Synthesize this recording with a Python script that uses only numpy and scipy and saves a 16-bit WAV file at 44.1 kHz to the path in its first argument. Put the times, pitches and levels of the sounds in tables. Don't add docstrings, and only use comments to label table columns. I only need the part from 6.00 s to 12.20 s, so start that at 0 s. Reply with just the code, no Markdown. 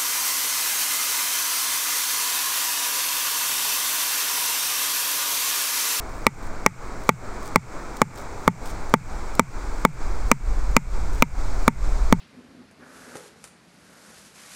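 import sys
import numpy as np
from scipy import signal
from scipy.fft import rfft, irfft
from scipy.io import wavfile
from scipy.ndimage import uniform_filter1d

SR = 44100
rng = np.random.default_rng(int(sys.argv[2]) if len(sys.argv) > 2 else 0)


def put_to_file(sound):
    columns = np.atleast_2d(sound).T
    safe = np.clip(columns, -1, 1)
    whole_steps = np.round(safe * 32767)
    wavfile.write(sys.argv[1], SR, whole_steps.astype(np.int16))


N = 273420
TIME = np.arange(N) / SR

# start in seconds, level in dB, contact hardness in Hz,
# tuning as a pitch ratio, boost of the high wood tones in dB, boost of the crack in dB.
BLOWS = [ (.267, -1.5, 3200, .96, 6, 4.5), (.663, 0, 2870, .94, 6, 4), (1.0918, .5, 3100, 0.95, 1.5, 1.5),
         (1.559, 1.4, 2770, 0.95, 4, 1), (2.0173, 1, 3020, .95, -1.5, 2), (2.4783, 2, 2580, 0.96, -1.5, -2),
         (2.9396, 2.5, 2780, 0.96, -2.5, -2), (3.3953, 1, 3330, .98, 0, 0),
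         (3.8508, 2, 3020, .97, -2, -1.5), (4.3155, 1, 3500, 0.994, 2.5, 4.5),
         (4.7661, 1, 3500, 0.99, 4.5, 4.5), (5.2234, 0, 3960, 1.01, 4.5, 4.5),
         (5.6795, 2, 3000, .98, -1, 2.5), (6.1257, 3, 1200, 0.965, 2, -1.5)]
# pitch in Hz before tuning, level in dB before the blow's boosts,
# time to fade by 60 dB in seconds.
WOOD_TONES = [(232.8, -0.5, 0.054), (233, -9.5, 0.037), (413.5, -11.5, 0.062), (485, -0.5, 0.021),
              (615, 3, 0.0092), (933, -1.5, 0.052), (1074, 1, 0.017), (1195, 2, 0.019), (1860, 5.5, 0.0028),
              (2077, -11, 0.052), (2251, -11.5, 0.054), (2352, -1.5, 0.023), (3636, -15.5, 0.023),
              (5610, 9.5, 0.0023), (7640, -19, 0.011)]
# frequency in Hz, relative level in dB per Hz.
BARK_COLOUR = [(3000, -8), (4600, -15), (5600, 3.5), (7500, 2), (9500, -1.5), (10800, -39), (13200, -2.5),
               (16000, -6)]
# middle of the swell in seconds,
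# level in dB before the crackle, spread of the swell in seconds.
RUSTLES = [(.17, -57, 0.067), (.43, -57, .045), (1.452, -47.5, 0.026), (1.972, -39, 0.0029),
           (2.184, -48, 0.028), (2.683, -46.5, 0.03), (2.897, -46, .0035), (3.355, -51, .007),
           (4.287, -51, .013), (5.148, -52, .009), (5.63, -52, .014)]
# frequency in Hz, relative level in dB per Hz.
LEAF_COLOUR = [(1500, -23), (3300, 0.5), (6500, 3.5), (9000, 3), (10800, -12), (13000, -2), (16000, -7.5)]
# time in seconds, level in dB before the gusts.
BREEZE = [(0, -28), (2.4, -33), (2.8, -26), (3.85, -24), (4.15, -17.5), (6.2, -16.5)]
# frequency in Hz, relative level in dB per Hz.
WIND_COLOUR = [(6, 0), (18, -2), (42, -6), (58, -13.5), (80, -22.5), (110, -32.5), (200, -40), (500, -89.5)]
# frequency in Hz, relative level in dB per Hz.
WOODS_COLOUR = [(30, 6.5), (95, 4.5), (150, -1), (300, 1.5), (600, -1.5), (900, -1), (1400, -4),
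                (1850, -12), (2300, -12.5), (2850, -27), (4200, -21), (7700, -21.5), (10600, -38),
                (15500, -40)]
# frequency in Hz, relative level in dB per Hz.
HISS_COLOUR = [(300, -12), (900, 5), (1450, 11.5), (1850, 1.5), (2250, 11.5), (3000, -7.5), (3600, -7),
               (4200, -7), (7500, 1), (9000, -7), (10700, -21.5), (13000, -13), (16000, -28)]

THUMP_FIRST_DB, THUMP_DB_PER_BLOW = -0.9, 0.31
THUMP_DB_PER_OCTAVE, USUAL_HARD_HZ = -1, 2900
SCATTER_LOW_HZ, SCATTER_HIGH_HZ = 900, 2400
SWING_DB, SWING_SCATTER_DB, SWING_LEAD_S, SWING_LENGTH_S = -60, 7, 0.012, 0.057
GUST_DB, GUSTS_PER_S, GUST_EVEN_S = 1, 5.1, 0.07
EDDY_HZ, FAST_EDDY_GROWTH = 22, 0.39
TREBLE_HZ, TREBLE_START_DB, TREBLE_DB_PER_S = 2670, -2, 0.99
WOODS_DB, HISS_DB = -36.5, -52
TOP_HZ = 16300


def undb(db):
    return 10 ** (np.asarray(db) / 20)


def unit(x):
    return x / np.sqrt(np.mean(x ** 2))


def add(track, start, sound):
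    i = max(int(round(start * SR)), 0)
    track[i:i + len(sound)] += sound[:N - i]


def smooth(x, seconds):
    pole = np.exp(-1 / (seconds * SR))
    return signal.lfilter([1 - pole], [1, -pole], x)


def band(x, low_hz, high_hz):
    edges = [low_hz, min(high_hz, SR / 2 - 1000)]
    return signal.sosfilt(signal.butter(4, edges, "band", fs=SR, output="sos"), x)


def above(x, hz):
    return signal.sosfiltfilt(signal.butter(4, hz, "high", fs=SR, output="sos"), x)


def noise(colour, size=N):
    hz, db = np.transpose(colour)
    bins = np.maximum(np.arange(size // 2 + 1) * SR / size, 1)
    shape = undb(np.interp(np.log(bins), np.log(hz), db))
    white = rfft(rng.standard_normal(size))
    return unit(irfft(white * shape, size))


def walk(rate):
    hold = int(SR / rate)
    steps = np.repeat(rng.standard_normal(N // hold + 1), hold)
    return unit(uniform_filter1d(steps, hold)[:N])


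def hammering():
    out = np.zeros(N)
    t = TIME[:SR // 3]
    for count, (start, db, hard_hz, tuning, high_db, crack_db) in enumerate(BLOWS):
        softness_db = THUMP_DB_PER_OCTAVE * np.log2(hard_hz / USUAL_HARD_HZ)
        low_db = THUMP_FIRST_DB + THUMP_DB_PER_BLOW * count + softness_db
        wood = knock(t, hard_hz, tuning, low_db, high_db) + undb(crack_db) * crack(t)
        ground = undb(low_db) * thud(t) + shiver(t)
        add(out, start, undb(db) * (wood + ground))
    return out


def knock(t, hard_hz, tuning, low_db, high_db, detune=0.01):
    hz, db, t60 = np.transpose(WOOD_TONES)
    db = db + low_db * (hz < 350) + high_db * (hz > 1800)
    hz = hz * tuning * (1 + detune * rng.standard_normal(len(hz)))
    fade = undb(-60 * t / t60[:, None])
    tones = fade * np.cos(2 * np.pi * hz[:, None] * t)
    ring = -undb(db) @ tones
    ring[0] *= 0.5
    contact = 1 / (2 * np.pi * hard_hz)
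    return smooth(smooth(ring, contact), contact)


def crack(t, db=-10.0, decay=0.0015, scatter_db=-18.5, scatter_decay=0.0069):
    bark = noise(BARK_COLOUR, size=len(t)) * undb(db) * np.exp(-t / decay)
    tail = unit(band(rng.standard_normal(len(t)), SCATTER_LOW_HZ, SCATTER_HIGH_HZ))
    return bark + tail * undb(scatter_db) * np.exp(-t / scatter_decay)


def thud(t, hz=110.0, db=-7.0, decay=0.012, rise=0.0019):
    swell = (1 - np.exp(-t / rise)) * np.exp(-t / decay)
    return -undb(db) * swell * np.sin(2 * np.pi * hz * t)


def shiver(t, rest_hz=113.7, stiff_hz=148.0, relax=0.0277, db=-6.0, decay=0.03, rise=0.0073,
           spread=0.19, earth_db=-5.5):
    relax_s = relax * np.exp(spread * rng.standard_normal())
    hz = rest_hz + stiff_hz * np.exp(-t / relax_s)
    tone = np.sin(2 * np.pi * np.cumsum(hz) / SR)
    earth = undb(earth_db) * unit(band(rng.standard_normal(len(t)), 81.0, 199.0))
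    swell = (1 - np.exp(-(t / rise) ** 2)) * np.exp(-t / decay)
    return undb(db) * swell * (tone + earth)


def leaves(grain_db=5.5):
    swells = list(RUSTLES)
    for blow in BLOWS:
        level_db = SWING_DB + SWING_SCATTER_DB * rng.standard_normal()
        swells.append((blow[0] - SWING_LEAD_S, level_db, SWING_LENGTH_S))
    loudness = np.zeros(N)
    for middle, db, length in swells:
        loudness += undb(db) * np.exp(-0.5 * ((TIME - middle) / length) ** 2)
    crackle = unit(noise(LEAF_COLOUR) * undb(grain_db * walk(450.0)))
    return loudness * crackle


def wind():
    breeze_db = np.interp(TIME, *np.transpose(BREEZE))
    eddies = noise(WIND_COLOUR)
    eddies = eddies / np.sqrt(uniform_filter1d(eddies ** 2, int(GUST_EVEN_S * SR)))
    fast = above(eddies, EDDY_HZ)
    fast_gain = undb(FAST_EDDY_GROWTH * (breeze_db - breeze_db.max()))
    eddies = eddies - fast + fast * fast_gain
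    return eddies * undb(breeze_db + GUST_DB * walk(GUSTS_PER_S))


def woods(waver_db=0.5):
    rush = noise(WOODS_COLOUR) * undb(WOODS_DB + waver_db * walk(6.014))
    treble = above(rush, TREBLE_HZ)
    return rush - treble + treble * undb(TREBLE_START_DB + TREBLE_DB_PER_S * TIME)


def scene():
    return (hammering() + leaves() + wind() + woods())[None]


def gain_control(x, threshold_db=-9.0, release_db_per_s=153.5, attack=0.0089):
    level_db = 20 * np.log10(np.abs(band(x, 223.0, 7100.0)) + 1e-9)
    fall = release_db_per_s * TIME
    held_db = np.maximum.accumulate(level_db + fall) - fall
    cut_db = np.maximum(held_db - threshold_db, 0)
    return x * undb(-smooth(cut_db, attack))


def record(dry, knee=3.4):
    loud = gain_control(dry[0]) + undb(HISS_DB) * noise(HISS_COLOUR)
    clipped = loud / (1 + np.abs(loud) ** knee) ** (1 / knee)
    top_cut = signal.ellip(8, 0.1, 60, TOP_HZ, fs=SR, output="sos")
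    return signal.sosfiltfilt(top_cut, clipped)[None]


dry = scene()
out = record(dry)
put_to_file(out)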